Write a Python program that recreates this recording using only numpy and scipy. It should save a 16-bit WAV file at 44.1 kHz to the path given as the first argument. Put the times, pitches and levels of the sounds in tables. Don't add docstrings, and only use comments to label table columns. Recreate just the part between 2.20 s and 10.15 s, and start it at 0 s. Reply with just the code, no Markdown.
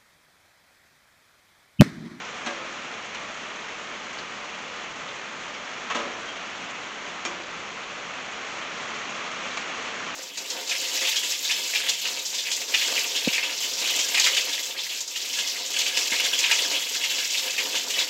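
import sys
import numpy as np
from scipy import signal
from scipy.fft import rfft, irfft
from scipy.io import wavfile
from scipy.ndimage import uniform_filter1d

SR = 44100
rng = np.random.default_rng(int(sys.argv[2]) if len(sys.argv) > 2 else 0)


def invert_db(level):
    return 10 ** (np.asarray(level, dtype=float) / 20)


def inscribe(sig):
    pcm = np.round(np.clip(np.atleast_2d(sig).T, -1, 1) * 32767)
    wavfile.write(sys.argv[1], SR, pcm.astype(np.int16))


N = 350595
TAIL = int(0.9 * SR)

# frequency in Hz, gain in dB.
ROOF = [(60, -34.5), (100, -17.5), (170, -10), (235, -4), (330, -8), (500, -4.5), (900, -2.5), (1220, 0.5),
        (1400, -1.5), (1650, -3), (2300, -2.5), (3420, -6.5), (3750, -11), (20000, -12)]
# frequency in Hz, gain in dB.
MIC = [(20, -5), (4000, 1.5), (5050, -5.5), (5650, -2), (6700, -1.5), (7300, -8), (8000, -16.5),
       (8600, -26), (8950, -34.5), (9150, -43.5), (9300, -49), (20000, -91)]


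def set_level(x, db):
    return x * invert_db(db) / np.sqrt(np.mean(x ** 2))


def shaped(x, response):
    hz, db = np.transpose(response)
    f = np.fft.rfftfreq(len(x), 1 / SR) + 1
    return irfft(rfft(x) * invert_db(np.interp(np.log(f), np.log(hz), db)), len(x))


def part(x, name):
    band_edges = {"thud": (100, 800), "body": (800, 3600), "tick": (3600, 12000), "spray": (7600, 22000)}
    lo, hi = band_edges[name]
    f = np.fft.rfftfreq(len(x), 1 / SR) + 1
    below_hi = 1 / (1 + (f / hi) ** 8)
    below_lo = 1 / (1 + (f / lo) ** 8)
    return irfft(rfft(x) * (below_hi - below_lo), len(x))


def walk(rate):
    hold = int(SR / rate)
    steps = np.repeat(rng.standard_normal(N // hold + 1), hold)
    return 1.03 * uniform_filter1d(uniform_filter1d(steps, hold), hold)[:N]


def add(out, s, sound):
    i = int(s * SR)
    out[i:i + len(sound)] += sound[:len(out) - i]


def patter():
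    # time in seconds, shower strength in dB.
    strength = [
        (0.0, -37),
        (0.46, -36.5),
        (0.64, -37),
        (3.34, -37),
        (3.72, -36),
        (5.62, -37),
        (6.73, -34),
        (7.39, -33.5),
        (7.95, -33.5),
    ]
    shares = {"body": (-37.5, 0.92), "tick": (-47, 1.11), "thud": (-44.5, 0.73)}
    calm_db = -37
    spots = [sheet(splash_s=0.00177, ring_db=-8, panel_db=-32) for _ in range(15)]
    shared = invert_db(-1.0) * shower(spots[:6])
    flicker = invert_db(2.6 * walk(200) + 2.2 * walk(40))
    rise_db = np.interp(np.arange(N) / SR, *np.transpose(strength)) - calm_db
    out = 0
    for k, (name, (share_db, slope)) in enumerate(shares.items()):
        own_spots = spots[6 + 3 * k:9 + 3 * k]
        drops = evened(shared + shower(own_spots))
        drops = drops + part(drops, "spray") * (flicker - 1)
        heard = shaped(shaped(drops, ROOF), MIC)
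        share = steadied(part(heard, name))
        out = out + set_level(share, share_db + slope * rise_db)
    return out


def shower(spots):
    drops_per_s, size_spread_db, biggest_db = 3000, 3.5, 11
    out = 0
    for spot in spots:
        falls = rng.random(N + TAIL) < drops_per_s / len(spots) / SR
        size_db = size_spread_db * rng.exponential(size=N + TAIL)
        sizes = np.zeros(N + TAIL)
        sizes[falls] = invert_db(np.minimum(size_db[falls], biggest_db))
        out = out + signal.fftconvolve(sizes, spot, "valid")[:N] * invert_db(0.99 * walk(9))
    return out


def sheet(splash_s, ring_db, panel_db, fade_s=0.0041):
    # frequency in Hz, level in dB, t60 in seconds.
    low_modes = [(230, -1.5, 0.25), (322, -10.5, 0.58), (466, -11, 0.51), (550, 1, 0.66), (608, -3, 1),
                 (733.4, 8, .6), (1010, -24, 0.71), (1119, 3.5, 0.89), (1225, 1, 0.82), (1344, -17.5, 0.23),
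                 (1760, -13, 0.5), (1900, -25.5, 0.8), (2347, 6, 0.22)]
    # frequency in Hz, t60 in seconds.
    ring_time = [(150, 0.44), (500, 0.9), (1500, 0.51), (3000, 0.472), (6000, 0.45), (9000, 0.28)]
    t = np.arange(TAIL) / SR
    splash_decay = np.exp(-np.maximum(t - splash_s, 0) / fade_s)
    contact = 1.1 * np.exp(-t / 0.0022)
    splash = rng.standard_normal(TAIL) * (splash_decay + contact)

    ring = np.zeros(TAIL)
    ring_hz, ring_t60 = np.transpose(ring_time)
    for hz in 140 * 2 ** np.arange(0, 6.5):
        t60 = np.interp(np.log(hz), np.log(ring_hz), ring_t60)
        band = signal.butter(2, [hz / np.sqrt(2), hz * np.sqrt(2)], "band", fs=SR, output="sos")
        ring += signal.sosfilt(band, rng.standard_normal(TAIL)) * invert_db(-60 * t / t60)

    chances = rng.standard_normal((len(low_modes), 2))
    for (hz, db, t60), (size, detune) in zip(low_modes, chances):
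        decay = invert_db(db + panel_db + 3.2 * size - 60 * t / t60)
        ring += decay * np.sin(2 * np.pi * hz * (1 + 0.0035 * detune) * t)
    return splash + invert_db(ring_db) * ring


def evened(x, width_hz=120):
    spectrum = rfft(x)
    power = uniform_filter1d(abs(spectrum) ** 2, int(width_hz * len(x) / SR))
    return irfft(spectrum / np.sqrt(power), len(x))


def steadied(x, span_s=0.35):
    return x / np.sqrt(uniform_filter1d(x ** 2, int(span_s * SR)))


def drips():
    # start in seconds, body level in dB, tick and thud shares in dB, splash in seconds.
    heavy_drips = [
        (0.262, -33, -6, -6.5, 0.0088),
        (0.2712, -33, -7.5, -7.5, 0.0108),
        (0.947, -37, -6.5, -13, .012),
        (3.7013, -29.5, -10.5, -20, 0.024),
        (3.748, -30, -6, -6.5, 0.025),
        (3.867, -41, -13, 1, .004),
        (5.051, -32, -2.5, -8, 0.0055),
        (5.059, -34.5, -6, -8, .005),
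        (7.372, -33, -4.5, -11.5, .006),
        (3.794, -36.5, -14, -14, .025),
    ]
    lead = 630
    head = slice(lead, lead + int(0.012 * SR))
    out = np.zeros(N)
    for s, body_db, tick_db, thud_db, splash_s in heavy_drips:
        ring_db = -2.5 + 0.13 * (thud_db + 10.5) - 0.44 * (tick_db + 6.5) + 200 * (splash_s - 0.01)
        blow = np.r_[np.zeros(lead), sheet(splash_s, ring_db, panel_db=-30)]
        blow = blow + part(blow, "spray") * (invert_db(1.25 * (tick_db + 11.0)) - 1)
        blow = shaped(shaped(blow, ROOF), MIC)
        smack = np.zeros(len(blow))
        for name, share_db in (("tick", tick_db), ("body", 0), ("thud", thud_db)):
            share = part(blow, name)
            smack += share * invert_db(body_db + share_db) / np.std(share[head])
        add(out, s - lead / SR, smack)
    return out


def note(hz, db, t60):
    t = np.arange(TAIL) / SR
    build_up = 1 - np.exp(-t / 0.0029)
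    return invert_db(db - 60 * t / t60) * build_up * np.sin(2 * np.pi * hz * t)


def panels():
    # frequency in Hz, level in dB, t60 in seconds.
    wide_panel = [(236.6, -0.95, 0.21), (338, -11, 1.36), (568, -4, 0.71), (1624, -6, 0.56)]
    rib_panel = [(729, -8, .36), (1110, -1, 0.16)]
    far_panel = [(456, -8, 1.0), (603, -10.5, .7), (1000, -7.5, .5), (1263, 1.02, 0.24), (2840, -4, 0.19)]
    # start in seconds, then blow to the wide, rib and far panel in dB.
    strikes = [
        (.263, -31, -30, -55),
        (3.702, -55, -26.5, -37),
        (3.749, -30, -52, -27.5),
        (5.052, -53, -42, -50),
    ]
    # start in seconds, frequency in Hz, level in dB, t60 in seconds.
    pings = [(.39, 520, -40, 0.354), (3.703, 2600, -33, 0.17), (3.85, 245, -40, .4),
             (4.083, 3190, -31, 0.17), (2.884, 3550, -36, .1), (5.06, 328, -42.5, 1.0),
             (5.052, 2400, -26, .1), (5.07, 360, -41, 0.64), (5.053, 5555, -32.5, 0.13),
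             (5.061, 6550, -34, 0.1), (7.371, 2300, -29, .11)]
    out = np.zeros(N)
    for s, *blows_db in strikes:
        for panel, blow_db in zip((wide_panel, rib_panel, far_panel), blows_db):
            add(out, s, invert_db(blow_db) * sum(note(*mode) for mode in panel))
    for s, *mode in pings:
        add(out, s, note(*mode))
    return out


def ticks():
    # start in seconds, centre frequency in Hz, level in dB.
    small_drops = [(0.047, 5600, -43), (0.57, 4600, -50), (1.355, 6340, -46), (1.401, 8340, -47),
                   (1.929, 6100, -46.5), (1.94, 8060, -48), (1.986, 4650, -38), (2.616, 3750, -49),
                   (2.632, 6630, -46), (2.884, 3560, -42.5), (3.34, 5370, -42), (3.445, 5540, -44),
                   (3.935, 5900, -46), (4.25, 5140, -46), (4.505, 7730, -41), (5.233, 4490, -46),
                   (5.63, 3560, -42), (6.741, 4820, -42), (6.894, 6600, -44), (7.208, 7940, -48),
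                   (7.314, 3630, -40), (7.41, 5050, -41), (7.812, 8100, -49)]
    spit_s, half_width_hz = 0.0065, 650
    t = np.arange(int(0.08 * SR)) / SR
    out = np.zeros(N)
    for s, hz, db in small_drops:
        band = signal.butter(2, [hz - half_width_hz, hz + half_width_hz], "band", fs=SR, output="sos")
        burst = rng.standard_normal(len(t)) * np.exp(-np.maximum(t - spit_s, 0) / 0.011)
        spit = signal.sosfilt(band, burst)
        add(out, s, spit * invert_db(db) / np.std(spit[t < spit_s]))
    return shaped(out, MIC)


def yard():
    # frequency in Hz, gain in dB.
    wash_colour = [(8.8, -37), (15, -13), (59, -12.5), (118, -7.5), (144, -10), (178, -0.5), (200, -4.5),
                   (260, -31), (440, -120)]
    wash = shaped(rng.standard_normal(N), [*wash_colour, (400, -59.5)])
    return set_level(wash * invert_db(1.0 * walk(4.4)), -58.5)


def scene():
    return (patter() + drips() + panels() + ticks() + yard())[None]


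def low_pass(x):
    return signal.sosfilt(signal.butter(12, 9260, fs=SR, output="sos"), x)


def record(dry):
    skirt = signal.butter(14, 9000, fs=SR, output="sos")
    narrow = signal.sosfiltfilt(skirt, dry)
    return low_pass(narrow)


dry = scene()
out = record(dry)
inscribe(out)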